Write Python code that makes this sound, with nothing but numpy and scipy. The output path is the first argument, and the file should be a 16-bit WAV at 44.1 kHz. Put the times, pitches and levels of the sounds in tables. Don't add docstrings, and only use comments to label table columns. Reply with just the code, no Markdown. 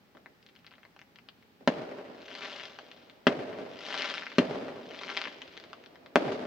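import sys
import numpy as np
from scipy import signal
from scipy.fft import rfft, irfft, next_fast_len
from scipy.io import wavfile
from scipy.ndimage import uniform_filter1d

SR = 44100
rng = np.random.default_rng(int(sys.argv[2]) if len(sys.argv) > 2 else 0)


def to_wav(s):
    ch = np.atleast_2d(s).T
    pcm = np.round(np.clip(ch, -1, 1) * 32767)
    wavfile.write(sys.argv[1], SR, pcm.astype(np.int16))


N = 284886
SIZE = next_fast_len(N + SR)
HZ = np.maximum(np.fft.rfftfreq(SIZE, 1 / SR), 1e-3)
TIME = np.arange(N) / SR

# start_s, level_db, push_ms, rear_shock_lag_ms, rear_shock_strength, rounding_hz,
# front_snap_strength, splinter_db and roll_db (own levels), roll_tilt_db_per_octave
SHELLS = [(1.6754, 0.1, 0.46, 2.52, 0.39, 1570, 1.6, -21.5, -37.5, 1.5),
          (3.2688, -1.5, 0.86, 1.05, 0.22, 2670, 0.51, -17, -35, 0.2),
          (4.3838, -5.5, 1.7, 1.21, 1, 1710, 3.1, -19.5, -35, 0.2),
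          (6.1578, 4, 0.33, 0.96, 0.21, 3130, 2.1, -37, -32.5, 0.7)]
# start_s, level_db, crack_db (relative to level_db)
FACADE_RETURNS = [(1.722, -40, -21), (1.784, -45, -23), (1.805, -59, -21), (1.83, -48, -21),
                  (1.914, -44, -6), (1.986, -43.5, -13), (2.051, -49.5, -5), (3.292, -32, -12),
                  (3.316, -46, 7), (3.392, -39, -3), (3.43, -47, -19), (3.469, -46.5, -18),
                  (3.493, -45, -18), (3.529, -43, -1), (3.587, -39.5, -27), (3.597, -50, -29),
                  (3.652, -46.5, -13), (4.407, -32.5, -13), (4.51, -34.5, -25), (4.529, -44, -23),
                  (4.547, -42, -20), (4.612, -43.5, -13), (4.645, -45.5, -7), (4.683, -38.5, -15),
                  (4.759, -43, -22), (4.812, -49.5, -9), (6.2, -53, -24), (6.263, -38, -14),
                  (6.28, -35.5, -6), (6.287, -56, -12), (6.32, -36, -30), (6.403, -42, -18),
                  (6.453, -39, -16)]
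# start_s, level_db, shock_length_ms, rounding_hz
STAR_POPS = [(0.1502, -42.5, 0.62, 3500), (0.1707, -36.5, 0.58, 5300.0), (0.2601, -29, 0.46, 2040),
             (0.4278, -33, 0.11, 4100.0), (0.4642, -26, 0.11, 3600.0), (0.4886, -39, 0.23, 5350),
             (0.4952, -45, 0.27, 5000), (0.5533, -29, 0.11, 2700.0), (0.5625, -38, 0.27, 6100.0),
             (0.5903, -45, 0.2, 7000.0), (0.6463, -24, 0.17, 1400.0), (0.666, -30.5, 0.2, 6100.0),
             (0.71, -37, 0.21, 3600.0), (0.7158, -39, 0.4, 4000), (0.7218, -42, 0.38, 2700.0),
             (0.7257, -40, 0.25, 4000), (0.738, -37, 0.28, 3500), (0.754, -41, 0.25, 4000),
             (0.6755, -38, 0.35, 4000), (0.782, -38.5, 0.41, 3100.0), (0.832, -35, 0.32, 2700),
             (0.8517, -36, 0.44, 4700.0), (0.964, -38.5, 0.7, 5500), (0.992, -15.5, 0.11, 1800.0),
             (1.0156, -34, 0.33, 7000.0), (1.1588, -26, 0.15, 2700.0), (1.1873, -35.5, 0.38, 5300.0),
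             (1.2875, -22.5, 0.19, 2850), (1.4262, -31, 0.14, 2100.0), (2.2179, -24, 0.13, 2700.0),
             (2.2827, -26, 0.23, 3600.0), (2.3145, -27.5, 0.35, 4100.0), (2.352, -9, 0.12, 2100.0),
             (2.3748, -19, 0.13, 1400.0), (2.418, -27, 0.34, 3600.0), (2.4214, -21, 0.27, 3000),
             (2.4332, -25.5, 0.4, 3200), (2.4472, -12, 0.15, 2380), (2.4539, -24, 0.36, 4500),
             (2.458, -17, 0.21, 2400.0), (2.4767, -36, 0.24, 4500), (2.4986, -30, 0.19, 4500),
             (2.5534, -31, 0.61, 4000), (2.5978, -23, 0.26, 4500), (2.5891, -43, 0.18, 6100.0),
             (2.606, -26, 0.3, 5340), (2.6365, -24.5, 0.31, 7000.0), (2.6542, -23.5, 0.19, 7000.0),
             (2.7884, -26.5, 0.67, 7000.0), (2.9152, -19.5, 0.15, 2520), (3.0981, -33, 0.26, 6100.0),
             (3.8076, -6.5, 0.069, 1610), (3.8656, -10, 0.099, 3100.0), (3.8859, -22, 0.42, 1400.0),
             (3.9045, -21.5, 0.45, 6900), (3.9258, -18.5, 0.36, 7000.0), (3.9429, -17.5, 0.55, 7000.0),
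             (3.9518, -8, 0.13, 2400.0), (3.9766, -14.5, 0.19, 5250), (3.987, -17, 0.11, 4500),
             (3.9971, -19, 0.23, 4000), (4.0092, -19, 0.39, 4500), (4.021, -12, 0.18, 5300.0),
             (4.0295, -17.5, 0.31, 5000), (4.0438, -16.5, 0.29, 3600.0), (4.0516, -12, 0.2, 2400.0),
             (4.0568, -17.5, 0.16, 5000), (4.0734, -23, 0.31, 4500), (4.0901, -19, 0.23, 4500),
             (4.1009, -16.5, 0.22, 5300.0), (4.1087, -7.5, 0.17, 2100.0), (4.1401, -18.5, 0.37, 7000.0),
             (4.1742, -21, 0.28, 3960), (4.1807, -15.5, 0.23, 3600.0), (4.2224, -21.5, 0.41, 2720),
             (4.2279, -36, 0.47, 2700), (4.2336, -24.5, 0.33, 3000), (4.267, -19, 0.37, 3580),
             (4.3181, -26.5, 0.39, 4660), (4.9042, -39, 0.27, 4500), (4.9166, -31, 0.3, 4500),
             (4.9458, -18.5, 0.17, 2420), (4.9898, -23.5, 0.24, 4500), (5.0132, -25, 0.48, 4500),
             (5.0349, -9.5, 0.16, 2080), (5.08, -23, 0.3, 4000), (5.0922, -20, 0.33, 4000),
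             (5.101, -8.5, 0.18, 2100.0), (5.1143, -23.5, 0.5, 7000.0), (5.1239, -26, 0.33, 3500),
             (5.1682, -6.5, 0.16, 2720), (5.1733, -11, 0.23, 6100.0), (5.1845, -21, 0.28, 4500),
             (5.1919, -26, 0.36, 4000), (5.216, -13.5, 0.25, 5300.0), (5.24, -9.5, 0.17, 2100.0),
             (5.2545, -16.5, 0.33, 2700.0), (5.2732, -19, 0.35, 2700.0), (5.4185, -23, 0.29, 6100.0),
             (5.4779, -31.5, 0.2, 6000), (5.5255, -36, 0.14, 5000), (5.5381, -35, 0.19, 5000),
             (5.5691, -30, 0.27, 5000), (5.5757, -11, 0.12, 2100.0), (5.5999, -19.5, 0.1, 3600.0),
             (5.6394, -10, 0.1, 1620), (5.731, -26, 0.63, 7000.0), (5.8392, -20.5, 0.11, 2400.0),
             (5.8611, -30.5, 0.2, 5340), (5.9569, -38, 0.56, 6960), (6.0617, -20, 0.17, 1800.0)]
# start_s, level_db
THUDS = [(0.147, -54), (0.261, -58.5), (1.604, -53)]
# thickest_s, relative_db, swell_s, thinning_s
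SWARMS = [(2.499, -40.5, 0.12, 0.099), (4.032, -34.5, 0.11, 0.091), (5.169, -41.5, 0.14, 0.081)]
# delay_ms, strength (before the band limits), lowest_hz, highest_hz
NEAR_WALLS = [(5.042, 0.76, 214, 2300), (12.19, 0.96, 210, 300), (15.15, 0.95, 15, 66),
              (25.39, 0.49, 380, 200)]
# frequency_hz, relative_db
CRACKLE_COLOUR = [(400, 2), (700, -1.5), (1000, -1.5), (1500, -1.5), (2300, -2), (3400, -1.5), (5200, -9),
                  (6600, -20), (8200, -34.5), (14000, -57)]
ROLL_COLOUR = [(40, -28.5), (90, -14.5), (150, -8.5), (250, -2.5), (420, 2), (650, -1), (950, -9),
               (1600, -13.5), (3000, -19.5), (5000, -27), (7500, -43), (14000, -59)]
SPLINTER_COLOUR = [(150, -37), (500, -23), (900, -2), (1600, 8), (3200, 3), (5000, -7.5), (7500, -24),
                   (14000, -46)]
BACKGROUND_COLOUR = [(15, -62), (25, -21.5), (91, -8.5), (250, -2.5), (326, -10), (392, -8), (511, -10),
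                     (741, -13.5), (824, -9.5), (892, -15.5), (1920, -16.5), (5120, -25), (6850, -33.5),
                     (11000, -39), (14000, -30.5)]
# frequency_hz, likeness (0 unrelated, 1 alike)
LIKENESS = [(40, 0.089), (150, 0.73), (350, 0.87), (700, 0.16), (1500, 0.028), (3500, 0.043),
            (12000, 0.029)]
# frequency_hz, left_minus_right_db
LEFTWARD = [(200, 1), (600, 0.5), (1300, 3), (2500, 4.5), (8000, 5)]
# frequency_hz, relative_db
AIR_COLOUR = [(1000, 3), (3300, 5), (5200, 3), (6600, -3), (8200, -16), (10000, -12), (12000, -44),
              (15000, -71)]
# frequency_hz, width_hz, boost_db
ALCOVE_MODES = [(186.7, 6.4, 5), (256.7, 53, 5.5), (430, 2.5, 3), (620, 86, 4)]


def from_db(db):
    return 10 ** (np.asarray(db) / 20)


def rms_one(x):
    return x / np.sqrt(np.mean(x ** 2) + 1e-20)


def at_hz(points):
    hz, value = np.transpose(points)
    return np.interp(np.log(HZ), np.log(hz), value)


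def delay(ms):
    return np.exp(-2j * np.pi * HZ * ms / 1000)


def low_pass(hz, order=1):
    u = 1j * HZ / hz
    return 1 / (1 + u) if order == 1 else 1 / (1 + np.sqrt(2) * u + u * u)


def high_pass(hz, order=1):
    return (1j * HZ / hz) ** order * low_pass(hz, order)


def colour(points):
    magnitude = rms_one(from_db(at_hz(points)))
    cepstrum = irfft(np.log(magnitude), SIZE)
    cepstrum[1:SIZE // 2] *= 2
    cepstrum[SIZE // 2 + 1:] = 0
    return np.exp(rfft(cepstrum))


def filtered(x, response):
    return irfft(rfft(x, SIZE) * response, SIZE)[..., :N]


def drift(knots_per_s):
    knots = rng.standard_normal(4000)
    return rms_one(np.interp(TIME * knots_per_s, np.arange(len(knots)), knots))


def dying(start_s, t60_s, rise_s=0.0015):
    age = np.maximum(TIME - start_s, 0)
    return (1 - np.exp(-age / rise_s)) * from_db(np.maximum(-60 * age / t60_s, -200))


def bell(centre_s, before_s, after_s):
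    width = np.where(TIME < centre_s, before_s, after_s)
    return np.exp(-.5 * ((TIME - centre_s) / width) ** 2)


def diffuse(envelope, response):
    mid, side = rfft(rng.standard_normal((2, N)) * envelope, SIZE)
    alike = np.clip(at_hz(LIKENESS), -1, 1)
    both = np.sqrt((1 + alike) / 2) * mid + np.sqrt((1 - alike) / 2) * side * [[1], [-1]]
    return irfft(both * response, SIZE)[:, :N]


def air():
    response = colour(AIR_COLOUR)
    return response / abs(response[0])


def alcove():
    modes = [1 + (from_db(db) - 1) / (1 + 1j * (HZ / hz - hz / HZ) * hz / width)
             for hz, width, db in ALCOVE_MODES]
    return np.prod(modes, axis=0)


def background(level_db=-63):
    return diffuse(from_db(level_db), colour(BACKGROUND_COLOUR))


def rooftops(stars, level_db=-11, t60_s=2.0):
    fade = dying(0.0028, t60_s, rise_s=0.0024)
    wash = diffuse(fade / np.linalg.norm(fade), low_pass(8000))
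    return filtered(stars, from_db(level_db) * rfft(wash, SIZE))


def roll(t60_s=1.99, far_t60_s=13.8, far_db=-18, thud_t60_s=0.28, thud_tilt_db=-2.5):
    clouds = []
    for start, *_, db, tilt_db in SHELLS:
        near = dying(start, t60_s, rise_s=0.00086)
        far = from_db(far_db) * dying(start, far_t60_s, rise_s=0.47)
        clouds.append((from_db(db) * np.hypot(near, far), tilt_db))
    thuds = sum(from_db(db) * dying(start, thud_t60_s, rise_s=0.0018) for start, db in THUDS)
    clouds.append((thuds, thud_tilt_db))
    facades = rms_one(from_db(2.0 * drift(400) + 1.0 * drift(40)))
    octaves = np.log2(np.clip(HZ, 200, 800) / 400)
    dull = colour(ROLL_COLOUR) * alcove()
    return sum(diffuse(envelope * facades, dull * from_db(tilt_db * octaves))
               for envelope, tilt_db in clouds)


def whoops(late_s=0.115, centre_hz=152, fall_octaves_per_s=15, below_roll_db=-6.5,
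           swell_s=0.03, fade_s=0.018):
    out = 0
    for start, *_, roll_db, _ in SHELLS:
        centre = start + late_s
        octaves = np.clip(-fall_octaves_per_s * (TIME - centre), -2, 2)
        tone = np.sin(2 * np.pi * np.cumsum(centre_hz * 2 ** octaves) / SR)
        out = out + from_db(roll_db + below_roll_db) * bell(centre, swell_s, fade_s) * tone
    return out


def sizzle(start_s=6.319, level_db=-35, t60_s=.18, low_hz=3000, high_hz=4200):
    band = high_pass(low_hz, order=2) * low_pass(high_hz, order=2)
    return diffuse(from_db(level_db) * dying(start_s, t60_s), band * air())


def swarm_level(late_s=0.35, stragglers_db=-15.5, spread_s=0.13):
    power = 0
    for thickest, db, swell, thinning in SWARMS:
        swarm = from_db(db) ** 2 * bell(thickest, swell, thinning)
        stragglers = from_db(db + stragglers_db) ** 2 * bell(thickest + late_s, spread_s, spread_s)
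        power = power + swarm + stragglers
    return np.sqrt(power)


def crackle(trim_db=-4.0, per_s=700, crowding=0.4, flurry_db=0.5, star_spread_db=5.0, low_hz=520):
    level = swarm_level() * from_db(flurry_db * drift(60))
    rate = per_s * (level / from_db(-40)) ** crowding
    born = rng.random(N) < rate / SR
    clicks = born * from_db(star_spread_db * np.clip(rng.standard_normal(N), -2, 1.5))
    lengths = rng.integers(6, 36, N)
    shocks = clicks.copy()
    at = np.flatnonzero(clicks)
    np.add.at(shocks, np.minimum(at + lengths[at], N - 1), clicks[at])
    power = uniform_filter1d(shocks ** 2, size=1800)
    even = shocks / np.sqrt(np.maximum(power, 1e-5))
    return filtered(even * level * from_db(trim_db), colour(CRACKLE_COLOUR) * high_pass(low_hz, order=2))


def pops(low_hz=700, size=256, copies=7, split_ms=.8, split_share=.2):
    out, k = np.zeros(N), np.arange(size + 1)
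    chances = rng.random((len(STAR_POPS), 2, copies))
    for (start, db, length_ms, round_hz), (lag_chance, share_chance) in zip(STAR_POPS, chances):
        length = length_ms * SR / 1000
        wave = np.diff(np.maximum(k * (1 - k / length), 0))
        wave = signal.lfilter(*signal.butter(2, round_hz, fs=SR), wave)
        paths = np.zeros(size)
        paths[0] = 1
        spread = -np.log(1 - lag_chance) * split_ms * SR / 1000
        lags = 4 + np.minimum(spread, size // 2).astype(int)
        paths[lags] = 2 * split_share * (2 * share_chance - 1)
        split = np.convolve(wave, paths)[:size]
        split *= np.linalg.norm(wave) / np.linalg.norm(split)
        at = int(start * SR)
        out[at:at + size] += from_db(db) * split
    return filtered(out, high_pass(low_hz) * air())


def returns(t60_s=0.25, smear_db=-5.5, front_db=23):
    body, crack = np.zeros((2, N))
    rough = from_db(smear_db) * rng.standard_normal(N)
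    for start, db, crack_db in FACADE_RETURNS:
        echo = rough * dying(start, t60_s, rise_s=0.0007)
        echo[int(start * SR)] += from_db(front_db)
        body += from_db(db) * echo
        crack += from_db(db + crack_db) * echo
    dulled = from_db(-5) * colour(SPLINTER_COLOUR) * low_pass(1900, order=2)
    return filtered(body, colour(ROLL_COLOUR)) + filtered(crack, dulled)


def splinters(t60_s=0.034):
    envelope = sum(from_db(db) * dying(start, t60_s, rise_s=0.000067)
                   for start, *_, db, roll_db, tilt_db in SHELLS)
    return filtered(rng.standard_normal(N) * envelope, colour(SPLINTER_COLOUR))


def blasts(bass_hz=150, sub_hz=75, snap_low_hz=1200, snap_high_hz=2300):
    out = 0
    for start, db, push_ms, lag_ms, rear, round_hz, snap, *_ in SHELLS:
        corner = 1000 / (2 * np.pi * push_ms)
        wave = SR * push_ms / 1000 * high_pass(corner) * low_pass(corner)
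        body = wave * low_pass(round_hz, order=2) * (1 - rear * delay(lag_ms))
        front = snap * high_pass(snap_low_hz) * low_pass(snap_high_hz)
        out = out + from_db(db) * (body + front) * delay(1000 * start)
    return irfft(out * air() * high_pass(bass_hz, order=2) * high_pass(sub_hz), SIZE)[:N]


def balcony(x, scatter_t60_s=.085, scatter_db=-6, scatter_low_hz=800, left_lag_ms=.022):
    slaps = sum(strength * delay(ms) * high_pass(low) * low_pass(high)
                for ms, strength, low, high in NEAR_WALLS)
    fade = dying(0.0001, scatter_t60_s)
    scatter = diffuse(fade / np.linalg.norm(fade), high_pass(scatter_low_hz, order=2))
    lag = np.array([delay(left_lag_ms), delay(0)])
    ears = from_db(at_hz(LEFTWARD) * [[.5], [-.5]]) * lag
    return filtered(x, ears * alcove() * (1 + slaps + from_db(scatter_db) * rfft(scatter, SIZE)))


def scene():
    stars = pops() + crackle()
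    near = balcony(blasts() + splinters() + returns() + stars)
    return near + rooftops(stars) + roll() + whoops() + sizzle() + background()


def record(dry, ceiling=.93, cutoff_hz=15800):
    held = dry / (1 + (dry / ceiling) ** 8) ** (1 / 8)
    return signal.sosfilt(signal.ellip(10, .1, 80, cutoff_hz, fs=SR, output="sos"), held)


dry = scene()
out = record(dry)
to_wav(out)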